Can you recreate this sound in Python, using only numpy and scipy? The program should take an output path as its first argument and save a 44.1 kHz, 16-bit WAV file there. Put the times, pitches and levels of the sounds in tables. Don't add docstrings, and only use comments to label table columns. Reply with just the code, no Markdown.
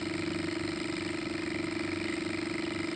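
import sys
import numpy as np
from scipy import signal
from scipy.fft import rfft, irfft
from scipy.io import wavfile
from scipy.ndimage import uniform_filter1d

SR = 44100
rng = np.random.default_rng(int(sys.argv[2]) if len(sys.argv) > 2 else 0)


def pcm_store(signal):
    levels = np.round(np.clip(np.atleast_2d(signal), -1, 1) * 32767)
    wavfile.write(sys.argv[1], SR, levels.astype(np.int16).T)


N = 130095

TURN_S = 0.041406
# time in seconds, lateness in ms.
LATENESS = [(0.0, 13.29), (0.083, 13.92), (0.248, 14.67), (0.29, 14.65), (0.414, 15.01), (0.497, 15.06),
            (0.58, 14.99), (0.745, 14.37), (0.952, 14.08), (1.035, 13.72), (1.159, 13.4), (1.284, 13.42),
            (1.449, 13.19), (1.532, 12.9), (1.739, 13.01), (1.905, 12.76), (1.987, 12.78), (2.195, 13.12),
            (2.36, 13.03), (2.691, 14.39), (2.774, 14.89), (2.857, 15.59), (2.95, 15.89)]

# frequency in Hz, relative level in dB.
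GARDEN_SPECTRUM = [(12, -55), (25, -28), (45, -7), (86, -6), (203, -1), (248, -6.5), (325, -7), (500, -24),
                   (650, -65), (1100, -120)]
GARDEN_RMS_DB = -47

# frequency in Hz, relative level in dB.
STEAM_SPECTRUM = [(240, -22.5), (400, -8.5), (501, -15), (627, -7), (1090, -10.5), (1280, -8), (1480, -9.5),
                  (2060, -7), (2600, -12), (3350, -15), (4200, -12.5), (5190, -16), (6160, -34),
                  (7310, -22.5), (8570, -21.5), (9400, -36), (12200, -81.5), (20700, -120)]
STEAM_RMS_DB = -48.5
PUFF_SWING_DB, PUFF_PEAK_TURNS = 2.88, 0.08
FLICKER_DB_PER_DRIFT, FLICKER_RATE_HZ = 0.66, 11.44

# multiple of the turn rate, relative level in dB.
SHAKE_HARMONICS = [(2, -16.5), (3, -14.5), (4, 1.5), (5, -23), (6, -12), (7, -2)]
# time in seconds, level in dB.
SHAKE_LEVEL = [(0.0, -54), (0.42, -49), (0.53, -56), (0.64, -45.5), (0.849, -55.5), (0.93, -49),
               (1.22, -58), (1.281, -53.5), (2.0, -52.5), (2.09, -57), (2.19, -52), (2.71, -59.5),
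               (2.78, -46), (2.95, -69)]
WAVER_DB_PER_DRIFT, WAVER_RATE_HZ = 4, 7

# time in seconds, table and plate in dB,
# boiler, frame and bearing in dB, rod in dB, lighter parts in dB.
FORCE = [(0, 1.2, 0.075, -1.7, -0.31), (.35, 1.9, 0.012, 0.84, -0.41), (.7, 0.86, 0.57, -0.36, 0.53),
         (1.05, 0.99, 0, 1.1, -0.24), (1.4, 1.1, -1.3, 0.62, -1.6), (1.75, 1.6, 0.49, 0.79, -1.7),
         (2.101, 1.2, -1.3, 2.5, -0.59), (2.501, 1.15, -0.036, 1.1, -1.4), (2.95, 1.8, 0.17, 0.15, 0)]

# time after turn start in ms (before the advance),
# rod in dB, cylinder in dB, pin in dB, small parts in dB.
CLICKS = [(-0.67, -16.5, -10.5, -10, -9.5), (0.26, -2, -4, 0.5, 0.5), (1.5, -8.5, -13.5, -4.5, -6),
          (2.5, -11, -12.5, -16.5, -13), (6.5, -24.5, -32, -24, -23), (10, -20, -20.5, -20, -21),
          (12.5, -10, -24.5, -1.5, -8), (14.5, -3, -15.5, -6, 1.5), (17, -6.5, -15.5, -6, 3.5),
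          (19, -10, -9.5, -4.5, -15.5), (22.5, -20.5, -16, -16, -9.5), (26.5, -24.5, -2, -20, -16.5),
          (28.5, -21.5, -7.5, -10, -2), (30.5, -13.5, -1, -4.5, -2.5), (32, -29.5, -10, -6.5, -9.5)]
# rod, cylinder, pin, small parts, all in ms.
CLICK_ADVANCE_MS = (0.29, 0.28, 0.883, 1.6)
# rod, cylinder, pin, small parts, all in dB (std).
TURN_SCATTER_DB = (0.54, 2.2, 1.08, 2.2)
CLICK_JITTER_MS, CLICK_SCATTER_DB = 0.1, 0.95
CLICK_DB = -1
CHATTER_MS, CHATTER_RE_CLICK_DB = 2.0, -2.5
CHATTER_CARRYOVER = 0.6
RATTLE_PER_S, RATTLE_DB = 750, -27.5
CRANK_SCATTER_DB, CRANK_ADVANCE_MS = 3, 0.8

# frequency in Hz, level in dB, t60 in seconds.
ROD_MODES = [(1520, -56, 0.0032), (1737, -49, 0.0084), (1904, -41, 0.0093), (2078.5, -34, 0.0085),
             (2205, -44, 0.0068), (2303, -37.5, 0.008), (2422, -47, 0.005)]
CYLINDER_MODES = [(2947, -42.5, 0.0067), (3615, -45, 0.005)]
PIN_MODES = [(4138, -44.5, 0.0027), (4296, -43, 0.0036), (4940, -43, 0.0057), (5270, -59.5, 0.0088)]
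SMALL_MODES = [(7246, -58, 0.0059), (7490, -54, 0.00723), (8307, -50.5, 0.0047), (8510, -62, 0.017)]
CRANK_MODES = [(5058, -46.5, 0.011), (8400, -53.5, 0.011)]

# time after turn start in ms,
# table in dB, plate in dB, boiler in dB, frame in dB, bearing in dB.
THUDS = [(0.3, -6.9, -40.0, -10.3, -16.7, -2.3), (2.26, -17.5, -10.9, -7.9, -40.0, -25.0),
         (3.21, -40.0, -5.4, 0.0, -0.1, -4.4), (9.66, -13.5, 0.0, -18.0, -40.0, -4.9),
         (13.15, -40.0, -1.3, -14.9, -3.6, 0.0), (15.77, -8.4, -10.7, -24.3, 0.0, -20.7),
         (17.18, -8.3, -9.0, -40.0, -1.7, -4.4), (19.0, -40.0, -1.0, -12.5, -3.0, -40.0),
         (31.6, 0.0, -40.0, -23.7, -40.0, -19.2)]
THUD_JITTER_MS, THUD_SCATTER_DB, PUSH_MS = 0.034, 1, 0.4
RADIATES_FROM_HZ = 165

# frequency in Hz, level in dB, t60 in seconds.
TABLE_MODES = [(214, -37.5, 0.097)]
PLATE_MODES = [(337, -32.1, 0.079), (297, -47.7, 0.058), (363, -48.6, 0.051), (422, -57.4, 0.041)]
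BOILER_MODES = [(637.5, -38, 0.036), (553, -37, 0.05)]
FRAME_MODES = [(735, -53, 0.0075), (951, -46.5, 0.028)]
BEARING_MODES = [(1298, -40.5, 0.033), (1217, -42.5, 0.014)]

MIC_LOW_CUT_HZ, MIC_TOP_HZ = 54, 9050


def undb(db):
    return 10 ** (np.asarray(db) / 20)


def drift(rate_hz):
    step = int(SR / rate_hz)
    held = np.repeat(rng.standard_normal(N // step + 1), step)
    smooth = uniform_filter1d(uniform_filter1d(held, step), step)
    return 0.98 * smooth[:N]


def coloured_noise(spectrum, rms_db):
    hz = np.maximum(np.fft.rfftfreq(N, 1 / SR), 1)
    points = np.array(spectrum)
    gain = undb(np.interp(np.log(hz), np.log(points[:, 0]), points[:, 1]))
    noise = irfft(rfft(rng.standard_normal(N)) * gain, N)
    return noise * undb(rms_db) / np.std(noise)


def ring(strikes, modes, swell):
    out = 0
    for hz, db, t60_s in modes:
        pole = np.exp(2j * np.pi * hz / SR - np.log(1000) / (t60_s * SR))
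        mode = signal.lfilter([1], [1, -pole], strikes)
        if swell:
            mode = signal.lfilter([np.e * (1 - abs(pole))], [1, -pole], mode)
        out = out + undb(db) * mode.imag
    return out


def place(at_s, shapes):
    index = np.round(at_s * SR).astype(int)[:, None] + np.arange(shapes.shape[1]) + SR
    return np.bincount(index.ravel(), shapes.ravel(), N + 2 * SR)[SR // 2:N + SR]


def hump(length_ms):
    ms = np.arange(192) / SR * 1000
    return np.sin(np.pi * np.clip(ms / length_ms, 0, 1)) ** 2


def force_db(at_s, column):
    rows = np.array(FORCE)
    return np.interp(at_s, rows[:, 0], rows[:, column])


def garden():
    return coloured_noise(GARDEN_SPECTRUM, GARDEN_RMS_DB)


def steam(turns):
    puff_db = PUFF_SWING_DB * np.cos(2 * np.pi * (turns - PUFF_PEAK_TURNS))
    flicker_db = FLICKER_DB_PER_DRIFT * drift(FLICKER_RATE_HZ)
    return coloured_noise(STEAM_SPECTRUM, STEAM_RMS_DB) * undb(puff_db + flicker_db)


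def shake(turns):
    out = 0
    for multiple, db in SHAKE_HARMONICS:
        gain = undb(db + WAVER_DB_PER_DRIFT * drift(WAVER_RATE_HZ))
        out = out + gain * np.sqrt(2) * np.sin(2 * np.pi * multiple * turns)
    times_s, level_db = np.array(SHAKE_LEVEL).T
    return undb(np.interp(np.arange(N) / SR, times_s, level_db)) * out


def crank(starts_s):
    gain = undb(CRANK_SCATTER_DB * rng.standard_normal((len(starts_s), 1)))
    return ring(place(starts_s - CRANK_ADVANCE_MS / 1000, gain), CRANK_MODES, True)[SR // 2:]


def click_shapes(turn_count, click_count):
    window = hump(CHATTER_MS)
    chatter = rng.standard_normal((turn_count, click_count, len(window)))
    chatter = signal.lfilter([1], [1, -CHATTER_CARRYOVER], chatter, axis=0)
    chatter = chatter.reshape(turn_count * click_count, -1) * window
    chatter = chatter / np.linalg.norm(chatter, axis=1, keepdims=True)
    impulse = signal.unit_impulse(len(window))
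    return undb(CLICK_DB) * (undb(CHATTER_RE_CLICK_DB) * chatter + impulse)


def loose_rattle():
    hit, height = rng.random(size=(N + SR // 2, 2)).T
    return undb(RATTLE_DB) * (hit < RATTLE_PER_S / SR) * np.log(1 - height)


def clicks(starts_s):
    rows = np.array(CLICKS)
    chance = rng.standard_normal((len(starts_s), len(rows), 5))
    turn_db = np.array(TURN_SCATTER_DB) * rng.standard_normal((len(starts_s), 1, 4))
    at_s = (starts_s[:, None] + (rows[:, 0] + CLICK_JITTER_MS * chance[..., 0]) / 1000).ravel()
    level_db = rows[:, 1:] + CLICK_SCATTER_DB * chance[..., 1:] + turn_db
    shapes = click_shapes(len(starts_s), len(rows))
    rattle = loose_rattle()
    out = 0
    for part, modes in enumerate((ROD_MODES, CYLINDER_MODES, PIN_MODES, SMALL_MODES)):
        gain = undb(level_db[..., part].ravel() + force_db(at_s, column=3 if part == 0 else 4))
        strikes = place(at_s - CLICK_ADVANCE_MS[part] / 1000, gain[:, None] * shapes)
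        out = out + ring(strikes + rattle, modes, True)[SR // 2:]
    return out


def thuds(starts_s):
    rows = np.array(THUDS)
    chance = rng.standard_normal((len(starts_s), len(rows), 6))
    at_s = (starts_s[:, None] + (rows[:, 0] + THUD_JITTER_MS * chance[..., 0]) / 1000).ravel()
    level_db = rows[:, 1:] + THUD_SCATTER_DB * chance[..., 1:]
    push = hump(PUSH_MS) / hump(PUSH_MS).sum()
    out = 0
    for part, modes in enumerate((TABLE_MODES, PLATE_MODES, BOILER_MODES, FRAME_MODES, BEARING_MODES)):
        gain = undb(level_db[..., part].ravel() + force_db(at_s, column=1 if part < 2 else 2))
        out = out + ring(place(at_s, gain[:, None] * push), modes, False)
    radiation = signal.butter(2, RADIATES_FROM_HZ, "high", fs=SR, output="sos")
    return signal.sosfiltfilt(radiation, out)[SR // 2:]


def scene():
    count = np.arange(-4, int(N / SR / TURN_S) + 2)
    times_s, late_ms = np.array(LATENESS).T
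    beat_s = count * TURN_S
    starts_s = beat_s + np.interp(beat_s, times_s, late_ms) / 1000
    turns = np.interp(np.arange(N) / SR, starts_s, count)
    background = garden() + steam(turns) + shake(turns)
    engine = crank(starts_s) + clicks(starts_s) + thuds(starts_s)
    return (background + engine)[None]


def record(dry):
    low_cut = signal.butter(2, MIC_LOW_CUT_HZ, "high", fs=SR, output="sos")
    top_cut = signal.ellip(10, 0.2, 80, MIC_TOP_HZ, fs=SR, output="sos")
    return signal.sosfilt(top_cut, signal.sosfilt(low_cut, dry))


dry = scene()
out = record(dry)
pcm_store(out)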